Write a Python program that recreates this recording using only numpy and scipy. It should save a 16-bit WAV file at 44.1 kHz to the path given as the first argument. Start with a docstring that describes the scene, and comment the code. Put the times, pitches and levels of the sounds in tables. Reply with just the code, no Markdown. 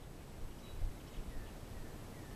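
"""Breezy pasture with small birds.

Out in a quiet pasture, soft gusts bump the microphone and single eddies thump it.
Small birds whistle, slur, peep and chip from the tree line; branches smear their notes
and the trunks answer with a faint echo. Air rushes steadily over the far fields.
Right at the microphone, the camera adds its own hiss and a thin high whine."""
import sys
import numpy as np
from scipy import signal
from scipy.fft import rfft, irfft
from scipy.io import wavfile
from scipy.ndimage import uniform_filter1d

SR = 44100
rng = np.random.default_rng(int(sys.argv[2]) if len(sys.argv) > 2 else 0)


def master_out(mix):
    """Clip the mix to full scale and print it as 16-bit PCM to the path in sys.argv[1]."""
    frames = np.transpose(np.atleast_2d(mix))
    ceiling = np.clip(frames, -1, 1)
    pcm = np.round(ceiling * 32767).astype(np.int16)
    wavfile.write(sys.argv[1], SR, pcm)


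N = 103635
TIME = np.arange(N) / SR


def from_db(db):
    """Decibels to gain."""
    return 10 ** (np.asarray(db) / 20)


def rms_one(x):
    """Scale to unit rms."""
    return x / np.sqrt(np.mean(x ** 2) + 1e-20)


def level(rows):
    """Gain over time from (time [s], level [dB]) points."""
    return from_db(np.interp(TIME, *np.transpose(rows)))


def bump(centre, width):
    """A smooth swell of height 1."""
    return np.exp(-((TIME - centre) / width) ** 2)


def since(start, length):
    """Seconds into a note, held outside it."""
    return np.clip(TIME - start, 0, length)


def drift(rate):
    """Smooth random motion with spread 1, slower than about `rate` Hz."""
    step, settle = 40, 2000
    pole = np.exp(-2 * np.pi * rate * step / SR)
    white = rng.standard_normal(N // step + settle + 2)
    slow = signal.lfilter([1], [1, -2 * pole, pole * pole], white)[settle:]
    return np.interp(np.arange(N) / step, np.arange(len(slow)), rms_one(slow))


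def noise(spectrum):
    """Unit noise coloured by (frequency [Hz], relative level [dB]) points, rolled off below 14 Hz."""
    hz, db = np.transpose(spectrum)
    f = np.fft.rfftfreq(N, 1 / SR) + 1e-6
    gain = from_db(np.interp(np.log(f), np.log(hz), db)) / np.sqrt(1 + (14 / f) ** 4)
    return rms_one(irfft(rfft(rng.standard_normal(N)) * gain, N))


def eddies(spectrum):
    """Low turbulence with its chance swells evened out."""
    flow = noise(spectrum)
    return flow / np.sqrt(uniform_filter1d(flow ** 2, size=2400) + 1e-9)


def reflections(x, delay, t60):
    """Dense random reflections that begin after a delay and die away, at the power of the source."""
    tail = rng.standard_normal(N) * from_db(-60 * TIME / t60) * (TIME > delay)
    return signal.fftconvolve(x, tail / np.sqrt(np.sum(tail ** 2)))[:N]


# gusts right on the microphone: (time [s], level [dB])
GUSTS = [(0, -53), (.33, -54.5), (.45, -44.5), (.52, -50.5), (.66, -56), (.74, -45), (.87, -43.5),
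         (.93, -50.5), (1.08, -55.5), (1.27, -48.5), (1.47, -49), (1.65, -53), (1.76, -47.5), (2.2, -56),
         (2.35, -54.5)]
# colour of their buffeting: (frequency [Hz], relative level [dB])
GUST_COLOUR = [(15, 3), (28, 1.5), (45, -7), (65, -8.5), (100, -14.5), (170, -27.5), (350, -42),
               (6000, -100)]

def wind():
    """Turbulence on the microphone rises and falls with the gusts."""
    return level(GUSTS) * eddies(GUST_COLOUR)


# single eddies striking the microphone: (time [s], half-width [s], level [dB])
THUMPS = [(0.429, 0.007, -36), (0.771, 0.0034, -38), (0.829, 0.0086, -22), (0.861, 0.0086, -27),
          (1.187, .009, -31.5), (1.284, 0.005, -31.5), (1.364, 0.01, -31), (1.791, 0.0088, -36.5),
          (2.32, 0.0047, -41)]
# rough flow around them: (frequency [Hz], relative level [dB])
WAKE_COLOUR = [(30, -13), (60, 5.5), (110, -10), (200, -23), (600, -26), (6000, -95)]

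def thumps(low_cut_hz=12.6, wake_db=-20, wake_s=0.022):
    """Each large eddy is a dip in pressure amid rough flow; the microphone's bass cut makes it rebound."""
    suction = -sum(from_db(db) * bump(at, width) for at, width, db in THUMPS)
    wake = sum(from_db(db + wake_db) * bump(at, wake_s) for at, _, db in THUMPS)
    bass_cut = signal.butter(2, low_cut_hz, "high", fs=SR, output="sos")
    return signal.sosfilt(bass_cut, suction + 1e-18) + wake * eddies(WAKE_COLOUR)


def note(start, length, hz, db, waver_hz, waver_rate, attack=0.0049, release=0.0049):
    """One bird note: a wavering sine on a pitch path, with soft edges."""
    age = TIME - start
    gate = np.clip(np.minimum(age / attack, (length - age) / release), 0, 1)
    phase = 2 * np.pi * np.cumsum(hz + waver_hz * drift(waver_rate)) / SR
    return np.sqrt(2) * from_db(db) * np.sin(gate * np.pi / 2) ** 2 * np.sin(phase)


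# whistles from the tree line: (start [s], length [s], pitch [Hz], level [dB])
WHISTLES = [(0.62, 0.12, 3925, -66), (1.082, 0.11, 3800, -65.5), (1.253, 0.066, 3800, -69.5)]

def whistles(sag_hz_per_s=480):
    """Thin, nearly level notes that sag a little in pitch."""
    song = np.zeros(N)
    for start, length, hz, db in WHISTLES:
        pitch = hz - sag_hz_per_s * since(start, length)
        song += note(start, length, pitch, db, waver_hz=14, waver_rate=60, attack=0.017, release=0.028)
    return song


# slurs from the tree line: (start [s], length [s], first pitch [Hz], level [dB])
SLURS = [(1.288, 0.245, 2136, -64.5), (1.734, 0.24, 2005, -66), (2.133, 0.23, 2226, -64)]

def slurs(low_hz=1849, fall_s=0.041, sag_hz_per_s=650, fade_db_per_s=24, dip_db=10):
    """Each slur drops quickly to a low pitch, weakens briefly, then keeps sagging as it fades."""
    song = np.zeros(N)
    for start, length, hz, db in SLURS:
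        age = since(start, length)
        pitch = low_hz + (hz - low_hz) * np.exp(-age / fall_s) - sag_hz_per_s * age
        fading_db = db - fade_db_per_s * age - dip_db * bump(start + 0.088, width=0.022)
        song += note(start, length, pitch, fading_db,
                     waver_hz=19, waver_rate=59.6, attack=0.017, release=0.06)
    return song


# peeps from the tree line: (start [s], level [dB])
PEEPS = [(.31, -71), (0.787, -70), (0.942, -70.5), (1.107, -70)]

def peeps(length_s=0.046, first_hz=2050, rise_hz=89):
    """Short, soft notes that rise slightly."""
    song = np.zeros(N)
    for start, db in PEEPS:
        pitch = first_hz + rise_hz * since(start, length_s) / length_s
        song += note(start, length_s, pitch, db, waver_hz=40.5, waver_rate=51)
    return song


# chips from the tree line: (start [s], length [s], first pitch [Hz], last pitch [Hz], level [dB])
CHIPS = [(0.015, 0.03, 4070, 3180, -68.5), (0.183, 0.049, 2650, 2166, -72.5),
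         (0.506, .025, 3400, 2790, -71), (.578, 0.023, 2710, 3480, -69), (.58, 0.034, 4700, 6240, -70),
         (0.649, 0.029, 3170, 2170, -67), (0.672, .025, 3260, 2230, -66.5), (0.992, 0.033, 3810, 2220, -67),
         (1.073, 0.023, 2900, 3560, -66), (1.063, 0.029, 3580, 6530, -68), (1.106, .05, 6500, 6600, -75),
         (1.126, 0.035, 3900, 1990, -66), (1.158, .033, 3900, 1900, -66), (1.449, 0.036, 3900, 2440, -71),
         (1.467, 0.035, 3885, 2304, -67.5)]

def chips():
    """Quick sweeps, made raspy by a fast, wide waver in pitch."""
    song = np.zeros(N)
    for start, length, first, last, db in CHIPS:
        pitch = first + (last - first) * since(start, length) / length
        song += note(start, length, pitch, db, waver_hz=299.2, waver_rate=396)
    return song


def branches(call, share):
    """Branches around the birds scatter a share of a call's power; the rest arrives directly."""
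    return np.sqrt(1 - share) * call + np.sqrt(share) * reflections(call, delay=0, t60=0.052)


def tree_line(song, echo_db=-6.5):
    """The trunks send a faint, scattered echo across the pasture."""
    return from_db(echo_db) * reflections(song, delay=0.03, t60=1)


# far-off air, as it reaches the microphone: (time [s], level [dB])
RUSH_LEVEL = [(0, -54.5), (.3, -53.5), (.7, -53), (1.5, -52), (2.35, -51)]
# its colour: (frequency [Hz], relative level [dB])
RUSH_COLOUR = [(30, -10), (70, -2.5), (125, 1), (200, -3.5), (340, -6), (600, -11.5), (1000, -16.5),
               (1500, -21.5), (3000, -28), (8000, -36)]

def distant_air():
    """The steady rush from far fields and trees."""
    return level(RUSH_LEVEL) * noise(RUSH_COLOUR)


# the camera's own hiss: (time [s], level [dB])
HISS_LEVEL = [(0, -66.5), (.7, -64), (1.5, -63.5), (2.35, -62.5)]
# its colour: (frequency [Hz], relative level [dB])
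HISS_COLOUR = [(500, 6.5), (2000, 4), (3600, 2.5), (5500, 0.5), (9000, -0.5), (13500, -2)]

def camera(whine_hz=7867, whine_db=-79.5, flips_per_s=30):
    """Fine hiss, and a thin electronic whine whose phase flips at a regular rate."""
    flips = (-1) ** np.floor(flips_per_s * TIME)
    whine = np.sqrt(2) * from_db(whine_db) * flips * np.sin(2 * np.pi * whine_hz * TIME)
    return level(HISS_LEVEL) * noise(HISS_COLOUR) + whine


def scene():
    """One microphone in the pasture: wind right on it, birds off in the trees, air far beyond."""
    song = branches(whistles() + slurs() + peeps(), share=0.25)
    song += branches(chips(), share=0.57)
    return (wind() + thumps() + song + tree_line(song) + distant_air() + camera())[None]


def record(dry, cutoff_hz=14000):
    """A steep low-pass cuts off the highest treble."""
    return signal.sosfilt(signal.ellip(12, .1, 80, cutoff_hz, fs=SR, output="sos"), dry)


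dry = scene()
out = record(dry)
master_out(out)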